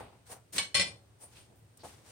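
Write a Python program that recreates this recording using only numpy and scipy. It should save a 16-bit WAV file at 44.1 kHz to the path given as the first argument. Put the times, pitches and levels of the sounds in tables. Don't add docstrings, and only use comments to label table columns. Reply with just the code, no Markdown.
import sys
import numpy as np
from scipy import signal
from scipy.fft import rfft, irfft, next_fast_len
from scipy.io import wavfile
from scipy.ndimage import map_coordinates

SR = 44100
rng = np.random.default_rng(int(sys.argv[2]) if len(sys.argv) > 2 else 0)


def persist_wave(psi):
    counts = np.round(np.clip(psi, -1, 1) * 32767).astype(np.int16)
    wavfile.write(sys.argv[1], SR, np.atleast_2d(counts).T)


def convert_level_to_amplitude(level_db):
    exponent = np.asarray(level_db, float) / 20
    return 10 ** exponent


N = 93271


def unit(x):
    return x / np.sqrt(np.mean(x ** 2) + 1e-20)


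def along(points, hz):
    f, v = np.transpose(points)
    return np.interp(np.log(hz + 1), np.log(f + 1), v)


def wobble(rate, n=N):
    knots = rng.standard_normal(int(n * rate / SR) + 4)
    return map_coordinates(knots, [np.arange(n) * rate / SR])


def rush(gain, alike, n=N):
    m = next_fast_len(n)
    hz = np.fft.rfftfreq(m, 1 / SR)
    turn = np.arccos(np.clip(along(alike, hz), -1, 1)) / 2
    spread = [np.cos(turn), np.sin(turn)]
    spectra = rfft(rng.standard_normal((2, m))) * gain(hz) * spread
    mid, side = irfft(spectra, m)[:, :n]
    return unit(np.array([mid + side, mid - side]))


# (frequency [Hz], density [dB per Hz])
AIR_COLOUR = [(25, -61.5), (60, -13.5), (100, -11.5), (200, -19), (450, -20), (1100, -28.5), (6500, -37),
              (15800, -43)]
# (frequency [Hz], likeness [0-1])
FAR_ALIKE = [(60, 1), (180, 0.8), (550, 0.42), (1650, 0), (15000, 0)]


def shop_air():
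    air = rush(lambda hz: convert_level_to_amplitude(along(AIR_COLOUR, hz)), FAR_ALIKE)
    return convert_level_to_amplitude(-63.5 + 1.0 * wobble(3.48)) * air


def shop_hum():
    centre_hz, width_hz = 108, 15.3
    hum = rush(lambda hz: 1 / (1 + ((hz - centre_hz) / width_hz) ** 2), FAR_ALIKE)
    return convert_level_to_amplitude(-65.5 + 2.3 * wobble(3)) * hum


# (frequency [Hz], t60 [s])
WALL_DECAY = [(200, 0.58), (2000, 0.25), (10000, 0.26)]


def walls(x):
    white = rush(lambda hz: 1 + 0 * hz, FAR_ALIKE, SR // 2)
    hz, t, z = signal.stft(white, SR, nperseg=256)
    decay = convert_level_to_amplitude(-60 * t / along(WALL_DECAY, hz)[:, None])
    tail = signal.istft(z * decay, SR, nperseg=256)[1]
    late = np.pad(x, ((0, 0), (200, 0)))
    return signal.fftconvolve(late, tail / np.linalg.norm(tail[0]), axes=1)[:, :N]


# (frequency [Hz], likeness [0-1])
NEAR_ALIKE = [(100, 1), (700, 0.48), (3000, 0.06), (15000, 0.0778)]


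def strokes(rows, spectrum):
    out, t = np.zeros((2, N)), np.arange(N) / SR
    for peak, rise, t60, db, tilt_db in rows:
        swell = np.clip(1 + (t - peak) / rise, 0, 1)
        fall = convert_level_to_amplitude(-60 * np.abs(t - peak) / t60)
        shape = np.where(t < peak, swell, fall)
        noise = rush(lambda hz: convert_level_to_amplitude(along(spectrum, hz) + tilt_db * np.log2(hz / 2000 + 0.051)), NEAR_ALIKE)
        grain_db = wobble(60) + wobble(300)
        out += convert_level_to_amplitude(db + grain_db) * shape * noise
    return out


# (peak time [s], rise [s], fall t60 [s], level [dB], tilt [dB per octave])
BOOMS = [
    (.04, 0.038, 0.22, -64, 0),
    (.31, 0.044, 0.37, -59.5, 0),
    (.565, 0.035, 0.13, -57, 0),
    (.79, 0.036, 0.091, -42.5, 0),
    (.86, 0.024, .3, -50.5, 0.0041),
    (1.63, 0.032, 0.44, -59.5, 0),
]
# (frequency [Hz], density [dB per Hz])
BOOM_COLOUR = [(40, -25.5), (70, -6.5), (110, 10), (180, -3.5), (260, -38), (600, -54.5)]


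def floor_booms():
    return strokes(BOOMS, BOOM_COLOUR)


# (peak time [s], rise [s], fall t60 [s], level [dB], tilt [dB per octave])
THUDS = [(.005, 0.054, 0.37, -44, 1.5), (.13, 0.012, 0.37, -61.5, 2), (.325, 0.041, 0.23, -46.5, 3.5),
         (.535, 0.016, 0.78, -52, -8.5), (.59, 0.0073, 0.23, -42, 8), (.81, 0.037, 0.48, -45.5, -1.5),
         (1.238, 0.051, 0.25, -57, 3), (1.52, 0.08, 0.37, -63, -5.5), (1.62, 0.031, 0.38, -81, -11.5),
         (1.839, 0.0079, 0.17, -50, -2.5), (1.855, 0.012, 0.16, -52, -0.5), (2.09, 0.13, 0.31, -63.5, 1)]
# (frequency [Hz], density [dB per Hz])
HEEL_COLOUR = [(59, -19), (100, -11), (584, -4), (845, -5), (1160, -12.5), (1300, -14.5), (3000, -28.5),
               (3900, -66), (6600, -120)]


def heel_thuds():
    return strokes(THUDS, HEEL_COLOUR)


# (peak time [s], rise [s], fall t60 [s], level [dB], tilt [dB per octave])
SCUFFS = [(.005, 0.037, 0.19, -58.5, 2.5), (.275, 0.021, 0.44, -56.5, -1), (.325, 0.045, .18, -47, 2),
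          (.535, 0.013, 0.1234, -44.5, 3), (.574, 0.049, 0.072, -36.5, -0.5), (1.211, 0.0027, 0.17, -62, 2),
          (1.238, 0.055, 0.22, -55.5, 3), (1.39, 0.15, 0.43, -57.5, -2), (1.56, .01, 0.44, -65.5, 13),
          (1.773, 0.0017, 0.05, -53.5, 6.5), (1.81, 0.04, 0.15, -60.5, -3.5), (1.85, 0.021, 0.43, -50, -2),
          (1.9, 0.042, 0.8, -56, -3.5), (2.1, 0.081, 0.78, -54.5, -1.5)]
# (frequency [Hz], density [dB per Hz])
GRIT_COLOUR = [(350, -13.5), (700, -13.5), (1500, -13), (4000, -12), (6000, -10), (9000, -14), (11000, -13),
               (15800, -20.5)]


def scuffs():
    return strokes(SCUFFS, GRIT_COLOUR)


# (peak time [s], rise [s], fall t60 [s], level [dB], tilt [dB per octave])
GRATES = [
    (1.795, 0.0054, 0.32, -63.5, 17),
    (0.0065, 0.031, 0.57, -52.5, -8),
    (1.382, 0.054, 0.32, -57.5, -5.5),
    (1.82, .025, 0.065, -59.5, 18),
]
# (frequency [Hz], density [dB per Hz])
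GRATE_COLOUR = [(1500, -17.5), (2500, 0.5), (4600, 2), (6000, -16), (9000, -57)]


def nail_grating():
    return strokes(GRATES, GRATE_COLOUR)


# (peak time [s], rise [s], fall t60 [s], level [dB], tilt [dB per octave])
RUSTLES = [(.02, 0.09, 0.24, -65, -9), (.278, 0.011, .15, -67, 0.1), (.325, 0.03, 0.1, -54.5, 0.1),
           (1.211, 0.0029, 0.16, -65.5, -0.5), (1.238, 0.0292, 0.16, -54.5, 0.1),
           (1.86, 0.024, 0.28, -62, 3), (.56, 0.027, .1, -52, 1), (.584, 0.0023, 0.15, -41, -4.5),
           (1.41, 0.055, 0.21, -69.5, 0.1)]
# (frequency [Hz], density [dB per Hz])
RUSTLE_COLOUR = [(6500, -44), (8000, -12), (9000, 1.5), (9800, -5), (10500, -40.5)]


def high_rustles():
    return strokes(RUSTLES, RUSTLE_COLOUR)


# (time [s], level [dB])
KNOCKS = [
    (1.2374, -55),
    (1.8354, -48),
    (1.8435, -45),
    (1.849, -43.5),
    (1.8561, -47),
    (1.8681, -52),
    (1.8765, -56),
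]
# (frequency [Hz], level [dB], t60 [s])
SLAB = [(378, -6, 0.044), (487, -4.5, .05), (708, 1, 0.028), (845, 2.5, 0.028), (1016, -5.5, .03),
        (1286, -10, .025)]


def heel_cap_knocks():
    out, t = np.zeros((2, N + SR)), np.arange(SR // 10) / SR
    touch = 1 - np.exp(-t / 0.00035)
    for s, db in KNOCKS:
        ring = np.zeros((2, len(t)))
        for hz, level_db, t60 in SLAB:
            level_luck, phase_luck = rng.standard_normal((2, 2, 1))
            tone = np.sin(2 * np.pi * hz * t + 0.56 * phase_luck)
            ring += convert_level_to_amplitude(level_db + 2.56 * level_luck - 60 * t / t60) * tone
        out[:, round(s * SR):][:, :len(t)] += convert_level_to_amplitude(db) * ring * touch
    return out[:, :N]


JAWS_HZ = [110, 180, 480, 560, 1109, 1389, 1567, 2137, 2310, 4219, 7560, 5350, 2686, 7273]
# (level [dB], t60 [s])
JAWS = [(-23, 0.14), (-19.5, 0.12), (-23.5, 0.36), (-18, 0.24), (-12.5, 0.1), (-19, 0.07), (-17.5, 0.21),
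        (-14, 0.18), (-1, 0.035), (-6.5, 0.19), (-22.5, 0.1), (-9, 0.085), (-14, 0.14), (-33, 0.091)]
# (frequency [Hz], density [dB per Hz])
CLATTER_COLOUR = [(80, -16.5), (400, -12), (1000, -11.5), (2000, -1.5), (4200, 2), (7000, -7), (9700, -21),
                  (10100, -69)]


def steel(hits, modes_hz, modes, clatter_db, jaws_db):
    clatter_t60, crack_t60, crack_db = 0.18, 0.0073, 2.5
    longest_s, jaws_longest_s, thin_hz = .19, .15, 5000
    twin_spread_hz, twin_db, lag_s = 24, -5, .00007
    ripple_hz, ripple_db = 70, 4
    damped_db, level_luck_db, phase_luck = -3.5, 2.6, .95

    out, t = np.zeros((2, N + SR)), np.arange(SR // 2) / SR
    lag = np.array([[lag_s], [0]])
    all_modes = list(zip(modes_hz, modes))
    for hz, (db, t60) in zip(JAWS_HZ, JAWS):
        all_modes.append((hz, (db + jaws_db, min(t60, jaws_longest_s), 2)))
    ripple = ripple_db * rng.standard_normal(SR // 2 // ripple_hz + 4)
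    colour = lambda hz: convert_level_to_amplitude(along(CLATTER_COLOUR, hz) + map_coordinates(ripple, [hz / ripple_hz]))
    clatter_shape = convert_level_to_amplitude(-60 * t / clatter_t60) + convert_level_to_amplitude(crack_db - 60 * t / crack_t60)
    place = rng.standard_normal((len(all_modes), 4, 2, 1))
    for s, db, attack, tilt_db in hits:
        start = round(s * SR)
        clock = t + start / SR - lag
        ring = convert_level_to_amplitude(clatter_db) * rush(colour, NEAR_ALIKE, len(t)) * clatter_shape
        for (hz, (level_db, t60, pan_db)), fixed in zip(all_modes, place):
            luck = rng.standard_normal((3, 2, 1))
            apart = min(hz / 1500, .9)
            shared = luck[1:, :1]
            jolt = phase_luck * (shared + apart * (luck[1:] - shared))
            twin_hz = hz + twin_spread_hz * fixed[2, 0]
            tone = np.sin(2 * np.pi * hz * clock + apart * fixed[1] + jolt[0])
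            twin = np.sin(2 * np.pi * twin_hz * clock + apart * fixed[3] + jolt[1])
            side_db = np.array([[pan_db / 2], [-pan_db / 2]])
            tilted_db = level_db + side_db + tilt_db * np.log2(hz / 3000 + 0.28)
            decay_s = min(t60, longest_s, longest_s * thin_hz / hz)
            loudness = convert_level_to_amplitude(tilted_db + level_luck_db * luck[0] - 60 * t / decay_s)
            ring = ring + loudness * (tone + convert_level_to_amplitude(twin_db) * twin)
        touch = 1 - np.exp(-t / attack)
        span = out[:, start:][:, :len(t)]
        span[:] = span * convert_level_to_amplitude(damped_db * touch) + convert_level_to_amplitude(db) * ring * touch
    return out[:, :N]


BAR_HZ = [2223, 2258, 12600, 2560, 2952, 3030, 3456, 3876, 4140, 4284, 5216, 6460, 8215, 9600]
# (level [dB], t60 [s], left over right [dB])
BAR = [(-5.5, 0.15, 0.5), (-5.5, 0.24, 0.5), (-17.5, .07, 2.5), (-14, 0.13, 2.5), (-10, .14, 2),
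       (-4.5, .18, 0.5), (-8, 0.16, 3), (-10.5, 0.11, -0.5), (-6, .16, -1.5), (-6.5, 0.13, 2),
       (-15, .15, 3), (-6, .1, 1.5), (-6.5, 0.047, 2), (-5.5, 0.068, 1.5)]
# (time [s], level [dB], attack [s], tilt [dB per octave])
BAR_HITS = [
    (.5815, -25.5, 0.0004, 0.2),
    (.597, -37.5, 0.0015, 0.5),
    (.612, -36, 0.0047, -2.5),
    (.628, -42, 0.0034, 2),
]


def bar_knocks():
    return steel(BAR_HITS, BAR_HZ, BAR, clatter_db=-1, jaws_db=-4)


PIECE_HZ = [1985, 2405, 3043, 3131, 3453, 3901, 4302, 4889, 5304, 6805, 7938, 8927, 11275, 13280]
# (level [dB], t60 [s], left over right [dB])
PIECE = [(-3, 0.12, 0), (-2, 0.11, 4.5), (-5, 0.12, 8), (-4, 0.058, 6.5), (-9, 0.12, 8.5),
         (-15, 0.067, 1.5), (-1, 0.11, 6.5), (-15, 0.16, 4.5), (-7.5, .1, 3), (-14, .14, 2.5),
         (-17.5, 0.11, 2.5), (-8, 0.077, 4.5), (-19, 0.1096, 3), (-29.5, 0.09, 4)]
# (time [s], level [dB], attack [s], tilt [dB per octave])
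PIECE_HITS = [(.7435, -25, 0.0032, 0.15), (.7495, -25.5, 0.0011, 0.65), (.7555, -30, 0.0024, -1.6),
              (.767, -27, 0.0032, 0.1), (.779, -31, 0.0016, -2.3), (.7965, -25, 0.00022, -1.9),
              (.808, -29, 0.002, 1.5), (.817, -31, 0.0011, 1.9), (.832, -42, 0.0022, -0.9),
              (.85, -44.5, 0.0043, -1.7), (.872, -46.5, 0.001, -3.2)]


def workpiece_drop():
    return steel(PIECE_HITS, PIECE_HZ, PIECE, clatter_db=-1, jaws_db=0)


def scene():
    shop = shop_air() + shop_hum()
    boots = floor_booms() + heel_thuds() + scuffs()
    boots += nail_grating() + high_rustles() + heel_cap_knocks()
    metal = bar_knocks() + workpiece_drop()
    return shop + boots * convert_level_to_amplitude([[.6], [-.6]]) + metal + convert_level_to_amplitude(-8) * walls(metal)


def roll_off(x):
    return signal.sosfilt(signal.butter(12, 15810, fs=SR, output="sos"), x)


# (frequency [Hz], gain [dB])
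PORT = [(30, -20), (55, -0.5), (7200, -2), (8800, 6), (9800, 3), (10200, -8), (15800, 0.5)]


def record(dry):
    m = next_fast_len(N + 4096)
    gain = convert_level_to_amplitude(along(PORT, np.fft.rfftfreq(m, 1 / SR)))
    mix = irfft(rfft(dry, m) * gain, m)[:, :N]
    return roll_off(mix)


dry = scene()
out = record(dry)
persist_wave(out)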